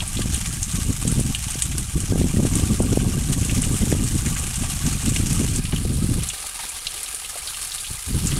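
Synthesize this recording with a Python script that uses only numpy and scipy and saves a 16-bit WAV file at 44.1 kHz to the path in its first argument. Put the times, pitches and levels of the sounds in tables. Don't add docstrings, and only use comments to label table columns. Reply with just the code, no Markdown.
import sys
import numpy as np
from scipy import signal
from scipy.fft import rfft, irfft
from scipy.io import wavfile
from scipy.ndimage import uniform_filter1d

SR = 44100
rng = np.random.default_rng(int(sys.argv[2]) if len(sys.argv) > 2 else 0)


def digitize_waveform(pressure):
    field = np.atleast_2d(pressure).T
    bounded = np.clip(field, -1, 1)
    quanta = np.round(bounded * 32767).astype(np.int16)
    wavfile.write(sys.argv[1], SR, quanta)


N = 369999

# (frequency [Hz], gain [dB])
FAR_WASH_COLOUR = [(150, -1), (250, 3), (382, 0.5), (426, 6.5), (647, 3.5), (1000, -0.5), (1180, 9),
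                   (1350, -8), (2200, -120)]
# (time [s], level [dB])
FAR_WASH_LEVEL = [(0, -63), (1.5, -62), (2.7, -46), (4.3, -49.5), (5.6, -54), (8.39, -57.5)]

# (time [s], level [dB])
BREEZE_LEVEL = [(0, -26), (1.45, -28), (4.4, -25.5), (6.22, -25), (6.29, -45), (6.55, -48), (7.2, -50),
                (7.5, -46), (8.39, -45)]
# (start [s], length [s], level [dB])
WIND_GUSTS = [(0.154, 0.21, -22), (0.415, 0.18, -25), (0.72, 0.09, -21.5), (0.835, 0.078, -19.5),
              (1.008, 0.302, -20.5), (1.651, 0.16, -23), (1.927, 0.094, -21), (2.073, 0.21, -18),
              (2.325, 0.15, -17.5), (2.487, 0.265, -18.5), (2.768, 0.26, -18), (3.035, 0.46, -20),
              (3.49, 0.57, -19), (4.04, 0.302, -20.5), (4.587, 0.044, -19.5), (4.814, 0.13, -20),
              (5.021, 0.58, -19.5), (5.72, 0.08, -18.5), (5.839, 0.37, -19.5), (6.84, 0.025, -38),
              (7.886, 0.025, -28.5), (8.066, 0.39, -21)]
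# (frequency [Hz], gain [dB])
WIND_COLOUR = [(11, -37), (18, 3), (59, 3), (119, 2), (268, -6.5), (750, -38), (980, -38), (1650, -120)]
# (time [s], peak [dB], centre [Hz])
EDDY_THUMPS = [(0.192, -13.5, 179), (0.258, -18, 151), (1.052, -11, 110), (1.124, -10, 89.5),
               (1.193, -10.5, 149), (1.21, -11, 90), (1.555, -19, 151), (1.977, -16, 110), (2.122, -9, 189),
               (2.157, -8.5, 175), (2.177, -17, 159), (2.214, -7, 151), (2.242, -12.5, 151),
               (2.369, -7.5, 101), (2.401, -10, 200), (2.451, -7.5, 190), (2.596, -17, 307),
               (2.803, -4.5, 240), (2.973, -3, 193), (3.17, -19, 180), (3.817, -17, 174),
               (3.925, -6.5, 236), (3.949, -17, 264), (5.414, -16, 191), (5.85, -17, 196),
               (7.905, -28, 156)]

# (centre [Hz], width [Hz], boost [dB])
HOLLOW_RESONANCES = [(430, 38, 3), (754, 47, 4), (1160, 69, 1), (1600, 29, 4.5), (2430, 38, 2.5),
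                     (2810, 18, 4), (4220, 190, 2.5)]
# (time [s], level [dB], pitch [Hz])
AIR_POCKETS = [(0.02, -21, 880), (1.018, -26, 900), (3.905, -39, 550), (4.634, -21, 760),
               (5.724, -21.5, 1170), (6.133, -29, 745), (6.44, -26, 780), (6.591, -18.5, 1200),
               (6.635, -21, 1160), (6.949, -29.5, 584), (7.327, -30, 706), (7.355, -25.5, 720)]
# (time [s], crack peak before the cavity rings [dB], centre [Hz],
# width [share of the centre])
PUDDLE_DROPS = [(0.0034, -12, 3070, 0.32), (0.1692, -16.5, 3430, 0.29), (0.205, -30, 1560, 0.25),
                (0.2174, -17, 3370, 0.59), (0.345, -19, 3140, 0.44), (1.0733, -24, 3760, 0.3),
                (1.3475, -10.5, 2920, 0.19), (1.6197, -12.5, 3200, 0.85), (1.7165, -22.5, 2160, 0.4),
                (3.3272, -16, 3620, 0.71), (3.43, -24, 2570, 0.44), (3.495, -17, 2260, 0.33),
                (3.6345, -18.5, 2910, 0.44), (3.916, -21, 1960, 0.27), (4.2606, -19, 1980, 0.37),
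                (4.3634, -20, 1920, 0.48), (4.635, -23, 2460, 0.5), (5.0803, -22, 4170, 0.4),
                (5.1608, -11.5, 2930, 0.4), (5.6515, -17.5, 2800, 0.6), (5.7227, -16.5, 2300, 0.79),
                (5.7607, -19, 3050, 0.4), (6.3007, -19, 2940, 0.33), (6.5944, -27.5, 2070, 0.36),
                (6.8678, -10.5, 3880, 0.25), (7.0596, -22, 3380, 0.4), (7.2458, -23, 3000, 0.4),
                (7.4725, -16, 3970, 0.32), (7.544, -22, 3100, 0.26), (7.7177, -18, 4200, 0.4),
                (7.7805, -20, 3560, 0.4), (7.8447, -21.5, 3140, 0.37), (7.866, -22, 3620, 0.23),
                (8.318, -15, 2350, 0.87)]
# (time [s], crack peak [dB], centre [Hz])
ROCK_DROPS = [(0.077, -15.5, 9400), (0.2166, -18, 8480), (0.344, -11, 9130), (0.629, -8.5, 6530),
              (1.0773, -8, 7200), (1.1158, -13, 10100), (1.1996, -11.5, 9400), (1.3483, -16, 8200),
              (1.6217, -3.5, 7800), (1.7805, -7, 9600), (2.003, -12.5, 8340), (2.554, -9, 7850),
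              (2.8222, -14, 9270), (3.448, -11, 7900), (3.619, -11, 8300), (3.7238, -17, 8880),
              (4.0378, -11, 8300), (4.152, -19, 8670), (4.2612, -16, 7000), (4.557, -13.5, 8200),
              (5.093, -12.5, 7600), (5.1617, -13.5, 5400), (5.3292, -11.5, 9700), (5.5596, -8.5, 7800),
              (6.288, -9.5, 7770), (6.691, -15, 9500), (7.0303, -14, 9700), (7.146, -14.5, 9500),
              (7.805, -19, 9430), (8.2607, -14, 8600), (8.2702, -8.5, 6750)]
# (frequency [Hz], gain [dB])
CLOSE_COLOUR = [(410, -18), (700, -6), (885, -4.5), (1050, -8), (1150, 0.5), (1320, -4.5), (1590, -3),
                (1790, -4.5), (2350, -1.5), (2970, 0.5), (4450, -4.5), (6740, 2.5), (8860, 5.5),
                (11500, -3), (15700, -21.5)]
# (frequency [Hz], gain [dB])
AFTER_CHANGE_COLOUR = [(410, -13), (700, -11), (767, -4.5), (840, -8.5), (1010, -6), (1090, -8.5), (1210, 1),
                       (1430, -7), (1630, -3.5), (1910, -6), (2040, -3.5), (3090, -1), (6160, -2), (9840, 6),
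                       (15700, -18.5)]
# (time [s], babble under 5 kHz [dB], fizz above it [dB])
TRICKLE_LEVEL = [(0, -35, -30.0), (0.55, -35.5, -28.5), (1.45, -35.5, -29), (1.85, -38.0, -31.5),
                 (2.6, -35.0, -28.5), (3.2, -36.5, -30), (3.45, -34.5, -27.5), (4.5, -34.5, -28.0),
                 (5.58, -33.0, -26.5), (5.59, -38, -33.0), (6.05, -37.5, -31), (6.45, -35.0, -30),
                 (6.8, -35, -30.5), (7.15, -36, -30.5), (7.6, -34.5, -29.0), (8.0, -37.5, -30),
                 (8.39, -31.5, -27)]

SCENE_CHANGE_S = 5.585
BABBLE_GAIN_DB, FIZZ_GAIN_DB = -3.5, -3
SPRAY_DB, SPRAY_GROWTH = -23, 0.53
GUST_RISE_S, GUST_FALL_S = 0.016, 0.045
STIFF_DB = -19
FLUTTER_DB, FLUTTER_GROWTH = -29, 2.38
RUMBLE_DB, RUMBLE_GROWTH = -20, 0.93
WAVER_DB, WAVER_HZ = 0.5, 5.8
RECORDER_EDGE_HZ = 15800


def amp(db):
    return 10 ** (np.asarray(db) / 20)


def evened(x):
    return x / np.sqrt(np.mean(x ** 2) + 1e-20)


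def curves(rows):
    s, *columns = np.transpose(rows)
    return [np.interp(np.arange(N) / SR, s, c) for c in columns]


def add(mix, s, sound):
    part = mix[max(round(s * SR), 0):][:len(sound)]
    part += sound[:len(part)]


def coloured(x, spectrum):
    hz, db = np.transpose(spectrum)
    bins = np.fft.rfftfreq(len(x), 1 / SR)
    gain = amp(np.interp(np.log(bins + 1), np.log(hz + 1), db))
    return irfft(rfft(x) * gain, len(x))


def low_pass(hz):
    return signal.butter(4, hz, fs=SR, output="sos")


def split(x, hz):
    low = signal.sosfiltfilt(low_pass(hz), x)
    return evened(low), evened(x - low)


def resonate(x, hz, width_hz):
    return signal.lfilter(*signal.iirpeak(hz, hz / width_hz, fs=SR), x)


def impacts(size, per_s, spread_db):
    strength = amp(spread_db * np.minimum(rng.exponential(1, size), 4))
    sign = rng.choice([-1, 1], size)
    struck = rng.random(size) < per_s / SR
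    return evened(strength * sign * struck)


def patter(per_s, spread_db, t60, tint_db, rise_s, count=17, size=3072):
    t, out = np.arange(size) / SR, np.zeros(N)
    tint_hz = np.geomspace(600, 15000, count)
    droplets = impacts(N + size, 16000, 5.0)
    for when, heft, life, *tint in rng.random((int(per_s * N / SR), 3 + count)):
        envelope = (1 - np.exp(-t / rise_s)) * amp(-60 * t / (t60 * (.5 + life)))
        burst = envelope * droplets[int(when * N):][:size]
        colour = np.transpose([tint_hz, tint_db * np.array(tint) ** 2])
        add(out, when * N / SR, amp(spread_db * heft ** 2) * coloured(burst, colour))
    return evened(out)


def wash():
    drops = patter(per_s=45, spread_db=7.5, t60=0.023, tint_db=4, rise_s=0.0014)
    far = rng.standard_normal(N) + 1.8 * drops
    return amp(curves(FAR_WASH_LEVEL)[0]) * evened(coloured(far, FAR_WASH_COLOUR))


def wind_level():
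    t, strength = np.arange(N) / SR, amp(curves(BREEZE_LEVEL)[0])
    for s, length, db in WIND_GUSTS:
        rise = np.clip((t - s) / GUST_RISE_S, 0, 1)
        fall = np.exp(-np.maximum(t - s - length, 0) / GUST_FALL_S)
        strength = np.maximum(strength, amp(db) * rise * fall)
    rates = [(WAVER_HZ / 4, -20), (WAVER_HZ / 2, 0), (WAVER_HZ, 0), (WAVER_HZ * 4, -100)]
    waver = evened(coloured(rng.standard_normal(N), rates))
    return 20 * np.log10(strength) + WAVER_DB * waver


def wind():
    clump_rates = [(8, 0), (28, 0), (60, -40), (120, -100)]
    clumps = np.tanh(evened(coloured(rng.standard_normal(N), clump_rates)))
    rumble, flutter = split(coloured(impacts(N, 1200, 2.5), WIND_COLOUR), 200)
    deep, body = split(rumble, 70)
    bands = deep, body * amp(4.2 * clumps), flutter * amp(8.6 * clumps)
    deep, body, flutter = (x / np.sqrt(uniform_filter1d(x ** 2, size=6000) + 1e-6) for x in bands)
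    force_db = wind_level() - STIFF_DB
    calm_db = np.maximum(-force_db, 0)
    rumble = deep * amp(0.21 * calm_db - 7.0) + body * amp(-.25 * calm_db - 3.5)
    rumble *= amp(RUMBLE_DB - RUMBLE_GROWTH * calm_db)
    return rumble + flutter * amp(FLUTTER_DB + FLUTTER_GROWTH * force_db)


def thumps():
    out, t = np.zeros(N), np.arange(SR // 20) / SR
    for s, db, hz in EDDY_THUMPS:
        u = 2 * np.pi * np.sqrt(3) * hz * t
        bump = u ** 2 * (u - 3) * np.exp(-u)
        add(out, s, amp(db) * bump / abs(bump).max())
    return signal.sosfilt(low_pass(760), out)


def hollows(water):
    rings = ((amp(db) - 1) * resonate(water, hz, width) for hz, width, db in HOLLOW_RESONANCES)
    return water + sum(rings)


def bubble(hz, cycles, glide):
    age = np.arange(0, 2, hz / cycles / SR)
    ring = np.sin(2 * np.pi * cycles * (age + glide * age ** 2 / 2))
    return ring * np.exp(-3 * age) * (1 - np.exp(-20 * age))


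def gurgles(count=9):
    out = np.zeros(N)
    for s, db, hz in AIR_POCKETS:
        for k, (late, size) in enumerate(rng.random((count, 2))):
            pitch = hz * 1.59 ** (2 * size - 1) if k else hz
            ring = bubble(pitch, cycles=12.2, glide=0.13)
            add(out, s + 0.0026 * k * late, amp(db - 10 - 1.0 * k) * ring)
    return out


def spray_share(db):
    return SPRAY_DB + SPRAY_GROWTH * db - db


def splash(hz, width_hz, spray_db, t60, crack_s, broad, size=4096):
    t = np.arange(size) / SR
    crack = rng.choice([-1, 1], size) * np.exp(-t / crack_s)
    add(crack, rng.uniform(.0015, .003), rng.uniform(.45, .8) * crack)
    spray = impacts(size, 12000, 3.5) * amp(-60 * t / t60) * (1 - np.exp(-t / .0005))

    def at_close_range(x):
        struck = resonate(x, hz, width_hz) + broad * x
        return coloured(np.pad(struck, (SR // 1400, 0)), CLOSE_COLOUR)

    crack, spray = at_close_range(crack), at_close_range(spray)
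    return crack / abs(crack).max() + amp(spray_db) * spray / spray[:size // 8].std()


def plops():
    out = np.zeros(N)
    for s, db, hz, width in PUDDLE_DROPS:
        drop = splash(hz, width * hz, spray_share(db), t60=0.079, crack_s=.0013, broad=.05)
        add(out, s, amp(db) * resonate(drop, hz, hz))
    return out


def smacks():
    out = np.zeros(N)
    for s, db, hz in ROCK_DROPS:
        drop = splash(hz, 2100, spray_share(db), t60=0.11, crack_s=.0006, broad=.13)
        add(out, s, amp(db) * drop)
    return out


def bubbles(per_s, low_hz, high_hz, spread_db):
    out = np.zeros(N)
    for when, pitch, heft, life, rise in rng.random((int(per_s * N / SR), 5)):
        hz = low_hz * (high_hz / low_hz) ** pitch
        ring = np.sqrt(hz) * bubble(hz, 14 + 32 * life, 0.19 * rise)
        add(out, when * N / SR, amp(spread_db * heft ** 3) * ring)
    return evened(out)


def trickle():
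    drops = impacts(N, 12000, 5.4)
    drops += patter(per_s=220, spread_db=2.5, t60=0.053, tint_db=17.5, rise_s=0.00039)
    drops += amp(-11.5) * bubbles(per_s=110, low_hz=751, high_hz=7920, spread_db=11.5)
    near = evened(coloured(drops, CLOSE_COLOUR))
    back = evened(coloured(drops, AFTER_CHANGE_COLOUR))
    water = np.where(np.arange(N) / SR < SCENE_CHANGE_S, near, back)
    babble, fizz = split(water, 5000)
    babble_db, fizz_db = curves(TRICKLE_LEVEL)
    return babble * amp(babble_db + BABBLE_GAIN_DB) + fizz * amp(fizz_db + FIZZ_GAIN_DB)


def scene():
    water = wash() + gurgles() + plops() + smacks() + trickle()
    return (wind() + thumps() + hollows(water))[None]


def record(dry):
    low = signal.firwin(511, RECORDER_EDGE_HZ, window=("kaiser", 9), fs=SR)
    return signal.oaconvolve(dry, low[None], "same")


dry = scene()
out = record(dry)
digitize_waveform(out)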